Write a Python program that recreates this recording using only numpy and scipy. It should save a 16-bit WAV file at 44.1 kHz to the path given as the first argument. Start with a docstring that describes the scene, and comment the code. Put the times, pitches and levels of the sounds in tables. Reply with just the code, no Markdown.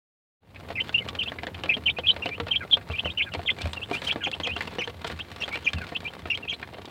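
"""Chicks feeding in a plywood coop

A brood peeps close by in quick swoops, the two sides of the syrinx beating in the dip of a swoop,
with soft pips and throaty notes from the huddle. Beaks tap a plastic tray, feet bump the floor,
and feed and feathers rustle over a low rumble. The near walls add echoes and a very short tail."""
import sys
import numpy as np
from scipy import signal
from scipy.io import wavfile

SR = 44100
rng = np.random.default_rng(int(sys.argv[2]) if len(sys.argv) > 2 else 0)


def persist_wave(psi):
    """Save psi, clipped to +-1, as 16-bit WAV."""
    counts = np.round(np.clip(psi, -1, 1) * 32767).astype(np.int16)
    wavfile.write(sys.argv[1], SR, np.atleast_2d(counts).T)


N = 304290
TIME = np.arange(N) / SR
# tone of a beak strike: (frequency [Hz], gain [dB])
BEAK_EQ = [(250, -3.5), (900, 3), (1520, 1), (2200, 2), (3200, -2), (4300, -6), (6000, -27.5),
           (11000, -61.5)]


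def amp(db):
    return 10 ** (np.asarray(db) / 20)


def unit(x):
    return x / np.sqrt(np.mean(x ** 2) + 1e-20)


def curve_at(points, hz):
    """Read a (frequency, value) curve on a log-frequency axis."""
    f, value = np.transpose(points)
    return np.interp(np.log(hz + 1), np.log(f), value)


def add(mix, start, sound):
    part = mix[round(start * SR):][:len(sound)]
    part += sound[:len(part)]


def colour(x, eq, size=4096):
    """Minimum-phase EQ through (frequency, gain) points."""
    log_gain = np.log(amp(curve_at(eq, abs(np.fft.fftfreq(size, 1 / SR)))))
    taps = np.fft.ifft(np.exp(np.conj(signal.hilbert(log_gain)))).real
    return signal.fftconvolve(x, taps[:size // 2])[:len(x)]


def bandpass(x, low_hz, high_hz):
    return signal.lfilter(*signal.butter(2, [low_hz, high_hz], "band", fs=SR), x)


def wander(n, hz):
    """Random drift that turns hz times a second."""
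    return np.interp(np.arange(n) * hz / SR, np.arange(n), rng.standard_normal(n))


def glide(t, times, values):
    """Ease from one value to the next."""
    index = np.arange(len(times))
    place = np.interp(t, times, index)
    return np.interp(place // 1 + np.sin(place % 1 * np.pi / 2) ** 2, index, values)


def fade(t, attack_s=0.004, release_s=0.008):
    """Note envelope: quick in, softer out."""
    return np.clip(np.minimum((t - t[0]) / attack_s, (t[-1] - t) / release_s), 0, 1)


def swell(middle_s, half_s):
    """A smooth rise and fall around a moment."""
    return np.exp(-((TIME - middle_s) / half_s) ** 2)


def air(early_db=-42, late_db=-48, hiss_db=-68):
    """A bed of low rumble that slowly eases, over a faint steady hiss."""
    # tone of the rumble: (frequency [Hz], gain [dB])
    rumble_eq = [(45, -13.5), (82, 7.5), (130, -1), (300, -8), (650, -14), (1300, -23), (3000, -36),
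                 (6000, -43.5)]
    rumble = unit(colour(rng.standard_normal(N), rumble_eq))
    return amp(np.linspace(early_db, late_db, N)) * rumble + amp(hiss_db) * rng.standard_normal(N)


def feathers(middle_s=4.0, half_s=0.78, level_db=-68.5):
    """Plumage slides on plumage in soft, uneven swishes as the chicks push past each other."""
    hiss = bandpass(rng.standard_normal(N), 7000, 9000)
    strokes = amp(6 * wander(N, 22))
    return amp(level_db) * swell(middle_s, half_s) * unit(strokes * hiss)


def patter(per_s, spread_db, decay_s=0.004):
    """Small random impacts of unequal size, each a short noise burst."""
    size = amp(spread_db * np.minimum(rng.exponential(1, N), 3))
    hits = size * (rng.random(N) < per_s / SR)
    power = signal.lfilter([1], [1, -np.exp(-2 / (decay_s * SR))], hits ** 2)
    return unit(np.sqrt(power) * rng.standard_normal(N))


def rustle(brush=0.39, fidget_db=-50.5):
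    """Claws shift feed and litter while feathers brush; a hard scrape hisses brighter."""
    # bouts of scratching and jostling: (middle [s], half length [s], level [dB])
    bouts = [(0.866, 0.0159, -42), (3.007, 0.088, -48.5), (3.648, 0.058, -41), (4.028, 0.11, -43.5),
             (4.656, 0.14, -44), (5.108, 0.026, -40.5), (5.568, 0.51, -47.5)]
    # claws raking the feed: (middle [s], half length [s], level [dB])
    scrapes = [(3.945, 0.018, -36.5), (4.05, 0.0122, -35), (4.082, 0.011, -33.5), (5.077, 0.0073, -34)]
    # tone of shifting litter: (frequency [Hz], gain [dB])
    litter_eq = [(150, 5.5), (520, 2), (2300, 1), (4200, -3.5), (6200, -18.5), (8000, -19), (11000, -28.5)]
    # tone of dry feed under a claw: (frequency [Hz], gain [dB])
    rake_eq = [(1500, 4), (3700, 6), (6000, -6), (8300, -9.5), (10000, -16.5), (15500, -23.5)]
    grains = patter(per_s=170, spread_db=5.5) + brush * rng.standard_normal(N)
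    stirring = amp(fidget_db) + sum(amp(db) * swell(middle, half) for middle, half, db in bouts)
    raking = sum(amp(db) * swell(middle, half) for middle, half, db in scrapes)
    hiss = unit(colour(rng.standard_normal(N), rake_eq))
    return stirring * unit(colour(grains, litter_eq)) + raking * hiss


def light_taps(pat_db=-51, click_db=-61):
    """Beaks and toes tap lightly all over: a dull pat with a small click."""
    taps = patter(per_s=30, spread_db=3)
    return amp(pat_db) * unit(bandpass(taps, 200, 850)) + amp(click_db) * unit(colour(taps, BEAK_EQ))


def steps(floor_hz=82, rise_s=0.0175, scuff=0.73):
    """The plywood floor booms briefly and unevenly under a foot."""
    # feet landing: (time [s], level [dB])
    footfalls = [(2.406, -34), (2.891, -30), (3.038, -32), (3.358, -34.5), (3.631, -25), (4.507, -33),
                 (5.117, -34.5), (5.734, -26.5), (6.217, -39)]
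    out, t = np.zeros(N), np.arange(SR // 4) / SR
    envelope = t / rise_s * np.exp(1 - t / rise_s)
    for start, db in footfalls:
        uneven = signal.lfilter(*signal.butter(2, 75, "high", fs=SR), wander(len(t), 412.5))
        boom = np.sin(2 * np.pi * floor_hz * t) + scuff * uneven
        add(out, start, amp(db) * boom * envelope)
    return out


def contact(t, snap_s, rattle_s):
    """A sharp snap, then an uneven rattle of feed."""
    rattle = amp(-9 + 5 * wander(len(t), 600)) * np.exp(-t / rattle_s)
    return rng.standard_normal(len(t)) * (np.exp(-t / snap_s) + rattle)


def hit_at(db, sound, head_s=0.015):
    """Set a hit's level by its opening transient."""
    return amp(db) * sound / np.std(sound[:round(head_s * SR)])


def clacks(q=5, ring_gain=4, rise_s=0.002):
    """A beak skids onto something hard and hollow: a dry, woody clack with one broad resonance."""
    # beak strikes: (time [s], resonance [Hz], level [dB])
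    strikes = [(0.558, 2400, -39), (1.385, 2116, -35), (1.545, 3100, -39), (2.81, 1590, -48),
               (4.607, 2010, -30), (6.627, 1673, -34)]
    out, t = np.zeros(N), np.arange(SR // 8) / SR
    for start, hz, db in strikes:
        skid = contact(t, 0.0054, 0.0054) * (1 - np.exp(-t / rise_s))
        beak = colour(skid, BEAK_EQ)
        ring = signal.lfilter(*signal.iirpeak(hz, q, SR), beak)
        add(out, start, hit_at(db, beak + ring_gain * ring))
    return out


def tray_knock(t, spread_db=3, detune=0.1, rise_s=0.0004, thud_db=-6):
    """The plastic tray rings over a dull thud, a little differently at every hit."""
    # tray modes: (frequency [Hz], level [dB], T60 [s])
    modes = [(316, -5, 0.071), (503.6, -2.5, 0.09), (654, 2, 0.04), (1154, -10.5, 0.03)]
    ring = np.zeros(len(t))
    for hz, db, t60 in modes:
        decay = amp(db + spread_db * rng.standard_normal() - 60 * t / t60)
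        mode_hz = hz * (1 + detune * rng.standard_normal())
        ring += decay * np.sin(2 * np.pi * mode_hz * t)
    thud = bandpass(contact(t, 0.006, 0.009), 150, 950)
    return unit(ring * (1 - np.exp(-t / rise_s))) + amp(thud_db) * unit(thud)


def pecks():
    """Each hard peck knocks the tray, clacks the beak and cracks a grain."""
    # hard pecks: (time [s], tray knock [dB], grain tick [dB])
    hits = [(0.703, -33.5, -60), (0.893, -42, -45), (1.087, -49.5, -35.5), (1.319, -38.5, -51.5),
            (1.151, -44, -44.5), (1.235, -58, -42), (1.433, -37.5, -46), (1.468, -34.5, -42.5),
            (1.636, -35, -38.5), (1.658, -38.5, -49), (1.768, -34.5, -60), (1.986, -31.5, -48.5),
            (2.164, -37, -53), (2.258, -30.5, -40), (2.29, -40, -46), (2.4, -31, -40.5),
            (2.469, -37.5, -61), (2.484, -43.5, -46.5), (2.77, -37, -45.5), (2.9, -36.5, -71.5),
            (3.056, -30, -70), (3.338, -43, -38), (3.348, -32, -42.5), (3.393, -35, -78.5),
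            (3.617, -73, -35.5), (3.656, -32, -64), (3.732, -55, -35.5), (3.912, -27, -64),
            (4.018, -41, -43.5), (4.127, -47, -42), (4.159, -29.5, -69), (4.271, -31, -68),
            (4.315, -64, -37.5), (4.4, -36, -44), (4.472, -35.5, -38), (4.564, -35, -43.5),
            (4.676, -39.5, -48), (4.785, -30.5, -48), (4.875, -35.5, -47), (5.045, -32, -40.5),
            (5.1, -39, -49), (5.423, -85, -37.5), (5.479, -40.5, -44), (5.556, -38.5, -39.5),
            (5.733, -43.5, -35), (5.921, -36.5, -72), (6.256, -36, -56.5), (6.374, -45.5, -42.5),
            (6.744, -43, -71), (6.855, -89, -44.5)]
    # tone of a cracking grain: (frequency [Hz], gain [dB])
    grain_eq = [(1500, -9.5), (3500, 15.5), (6200, -5.5), (8000, -7), (9500, -19), (15500, -26.5)]
    out, t = np.zeros(N), np.arange(SR // 8) / SR
    for start, knock_db, tick_db in hits:
        tray = tray_knock(t)
        beak = colour(contact(t, 0.005, 0.010), BEAK_EQ)
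        spot = signal.iirpeak(rng.uniform(1090, 3020), 12, SR)  # each spot has its own high ring
        beak += 2 * signal.lfilter(*spot, beak)
        beak_db = 0.31 * knock_db + 0.27 * tick_db - 12
        grain = colour(contact(t, 0.0022, 0.007), grain_eq)
        add(out, start, hit_at(knock_db, tray) + hit_at(beak_db, beak) + hit_at(tick_db, grain))
    return out


def wall_echoes(x, boost_db):
    """The near walls form a comb filter: a gliding voice swells and breaks as it sweeps through."""
    # early reflections: (delay [s], gain [dB])
    walls = [(.00251, -15), (.0062, -14), (.0105, -16.5)]
    out = np.zeros(len(x) + SR // 20)
    add(out, 0, x)
    for delay, db in walls:
        add(out, delay, amp(db + boost_db) * x)
    return out


def coop_tail(x, echoes_per_s=3000, size=128):
    """Close plywood walls give a dense, very short reverb, longest in the bass."""
    # decay of the coop: (frequency [Hz], T60 [s])
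    decay_times = [(150, 0.18), (600, 0.0757), (8000, 0.032)]
    t = np.arange(SR // 3) / SR
    taps = rng.standard_normal(len(t)) * (rng.random(len(t)) < echoes_per_s / SR) * (t > .003)
    hz, times, spectrum = signal.stft(taps, SR, nperseg=size)
    decay = amp(-60 * times / curve_at(decay_times, hz)[:, None])
    tail = signal.istft(spectrum * decay, SR, nperseg=size)[1]
    return signal.fftconvolve(x, tail / np.linalg.norm(tail))[:N]


def clucks(length_s=0.0395, bend=0.14, third_db=-4):
    """A low, hoarse, falling voice, heard through its second and third harmonics."""
    # throaty notes: (start [s], mid-note fundamental [Hz], level [dB])
    notes = [(2.605, 731.7, -35.5), (3.259, 790.3, -41), (4.205, 755, -37.5), (5.809, 746, -37)]
    out, t = np.zeros(N), np.arange(0, length_s, 1 / SR)
    fall = np.linspace(1 + bend, 1 - bend, len(t))
    for start, hz, db in notes:
        hoarse = .055 * wander(len(t), 1200)
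        phase = 2 * np.pi * np.cumsum(hz * (fall + hoarse)) / SR
        tone = np.sin(2 * phase) + amp(third_db) * np.sin(3 * phase)
        add(out, start, amp(db) * tone * fade(t))
    return out


def whistle(t, hz, jitter=0.0151, rasp=0.15):
    """One side of the syrinx: a slightly raspy near-sine that swells unevenly."""
    phase = 2 * np.pi * np.cumsum(hz * (1 + jitter * wander(len(t), 886))) / SR
    flutter = (1 + rasp * wander(len(t), 1500)) * amp(2 * wander(len(t), 200))
    return np.sin(phase) * flutter * fade(t)


def voice(t, hz):
    """The whistle through the throat, loudest where the throat resonates."""
    # throat response: (frequency [Hz], gain [dB])
    throat_eq = [(1800, 18.5), (2450, 3), (2950, 0), (3240, 6), (3520, -6.5), (4100, -10)]
    return whistle(t, hz) * amp(curve_at(throat_eq, hz))


def falling_notes(length_s=0.03083, fall=0.09):
    """A single soft voice slides down a little and stops."""
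    # soft notes: (start [s], opening pitch [Hz], level before the throat [dB])
    notes = [(1.000, 2296, -44), (3.318, 2910, -37), (3.761, 2870, -35), (4.215, 3000, -36.5),
             (5.763, 2755, -40.5), (6.425, 2780, -37)]
    out, t = np.zeros(N), np.arange(0, length_s, 1 / SR)
    bend = glide(t, [0, length_s], [1, 1 - fall])
    for start, hz, db in notes:
        add(out, start, amp(db) * voice(t, hz * bend))
    return out


def pips(sag=0.036, sag_at=0.28, ends_db=-7):
    """A single voice sags a little, then glides up, easing off at both ends."""
    # soft pips: (start [s], length [s], lowest pitch [Hz], level before the throat [dB])
    notes = [(1.257, 0.0419, 2618, -30), (1.964, 0.0397, 2441, -32.5), (2.034, 0.053, 2490, -29),
             (2.307, 0.062, 2324, -37), (2.904, 0.028, 2638, -35.5), (2.931, 0.0459, 2334, -36),
             (2.981, 0.025, 2570, -25), (3.583, 0.065, 2323, -41.5), (3.814, 0.0346, 2589, -30.5),
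             (3.927, 0.063, 2377, -32), (4.327, 0.024, 2630, -27), (4.476, 0.0708, 2472, -33),
             (4.553, 0.031, 2730, -31.5), (5.19, 0.033, 2620, -29), (5.512, 0.063, 2194, -35),
             (5.949, 0.027, 2596, -26.5), (6.048, 0.045, 2337, -33), (6.475, 0.021, 2500, -29.5)]
    out = np.zeros(N)
    for start, length, hz, db in notes:
        t = np.arange(0, length, 1 / SR)
        rise = 0.473 * (0.0333 / length) ** 0.68  # shorter pips leap further
        bend = glide(t, [0, sag_at * length, length], [1 + sag, 1, 1 + rise])
        arch = amp(db + ends_db * np.linspace(-1, 1, len(t)) ** 2)
        add(out, start, arch * voice(t, hz * bend))
    return out


def peeps(scoop=0.91, droop=0.9, apart_hz=270, open_db=-23.5, shade=0.32):
    """A peep scoops up, dips and flicks up; in the dip the syrinx's second side beats with the first."""
    # full peeps: (start [s], length [s], first crest [Hz], dip [Hz], last crest [Hz], level before
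    # the throat [dB], swell in the dip [dB], swell at the last crest [dB], second side's share [0-1])
    swoops = [(0.753, 0.065, 2660, 2291, 3094, -30, -8.5, 7, 0.9),
              (0.942, 0.0554, 2832, 2610, 3036, -16, -16.5, -3, 0.03),
              (1.187, 0.061, 3156, 2690, 3721, -23.5, -3.5, -4.5, 0.31),
              (1.691, 0.064, 2641, 2368, 3308, -15.5, -13.5, -10, 0.3),
              (1.857, 0.058, 3133, 2520, 3770, -20.5, -6, -1, 1),
              (2.068, .055, 3480, 2949, 3960, -16, -0.5, 0.5, 0.26),
              (2.221, 0.054, 2835, 2520, 3020, -28, -22, 3, 0.97),
              (2.508, 0.067, 3192, 2559, 3335, -23.5, -10, 1.5, 0.93),
              (2.711, 0.047, 3574, 3172, 3640, -16.5, 3, 0, 0.03),
              (3.046, .080, 3070, 2490, 3820, -26.5, -9, -2.5, 0),
              (3.173, 0.07, 3049, 2464, 3530, -22.5, -1, -1, 0.54),
              (3.46, 0.059, 3640, 2440, 3570, -24, -3.5, 1.5, 0.87),
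              (4.066, 0.062, 3186, 2620, 3450, -28.5, 1.5, 6.5, 0.58),
              (4.236, .055, 3360, 2435, 3480, -27.5, -1, -2.5, 0.3),
              (4.433, 0.046, 3340, 2607, 3396, -26, -3, 1.5, 0.48),
              (4.787, 0.067, 3008, 2450, 3189, -27.5, -5, -7, 0.8),
              (5.402, 0.048, 2884, 2604, 3400, -36, 11, 10.5, 0.02),
              (5.644, 0.056, 3350, 2370, 3220, -39.5, 20, 2, 0.02),
              (6.3, 0.0627, 2856, 2530, 3224, -21.5, -12, -12.5, 0.63),
              (6.493, 0.061, 3331, 2500, 4180, -27.5, -9, 3, 0.74)]
    # second harmonic, brighter in the later peeps: (time [s], level at the first crest [dB])
    brightness = [(4.15, -60), (4.24, -44), (5.7, -43), (6.5, -48.5)]
    out = np.zeros(N)
    for start, length, crest_hz, dip_hz, last_hz, db, dip_db, last_db, share in swoops:
        t = np.arange(start, start + length, 1 / SR)
        turns = start + length * np.array([0, .15, .58, .87, 1])  # onset, crest, dip, crest, end
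        hz = glide(t, turns, [scoop * crest_hz, crest_hz, dip_hz, last_hz, droop * last_hz])
        beat_hz = apart_hz * (1 + .2 * wander(len(t), 30))
        joining = share * np.sqrt(np.interp(t, turns, [0, 0, 1, 0, 0]))
        effort = amp(db + glide(t, turns[1:-1], [0, dip_db, last_db]))
        overtone_db = np.interp(start, *np.transpose(brightness)) + glide(t, turns[1:-1], [0, -11, -9.5])
        overtone = amp(overtone_db) * whistle(t, 2 * hz)
        peep = effort * (voice(t, hz) + joining * voice(t, hz - beat_hz)) + overtone
        # peeps softer than open_db are shaded by the huddle, so their echoes stand out
        shortfall_db = max(open_db - db - max(dip_db, 0), 0)
        add(out, start, wall_echoes(peep, shade * shortfall_db))
    return out


def scene(voice_send_db=-17, feeding_send_db=-15, huddle_db=4):
    """Voices and feeding share the coop's reverb; soft notes from the huddle get stronger echoes."""
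    voices = peeps() + wall_echoes(pips() + falling_notes() + clucks(), huddle_db)[:N]
    feeding = pecks() + clacks() + light_taps() + rustle() + feathers()
    tail = coop_tail(amp(voice_send_db) * voices + amp(feeding_send_db) * feeding)
    return (voices + feeding + tail + steps() + air())[None]


def record(dry, low_cut_hz=48, high_cut_hz=15950):
    """Shed the deepest bass, fade in after a silent start and trim the very top."""
    lean = signal.sosfilt(signal.butter(4, low_cut_hz, "high", fs=SR, output="sos"), dry)
    fade_in = np.interp(TIME, [.405, .5, .68], [0, .3, 1])
    high_cut = signal.firwin(511, high_cut_hz, window=("kaiser", 9), fs=SR)
    return signal.oaconvolve(lean * fade_in, high_cut[None], "same")


dry = scene()
out = record(dry)
persist_wave(out)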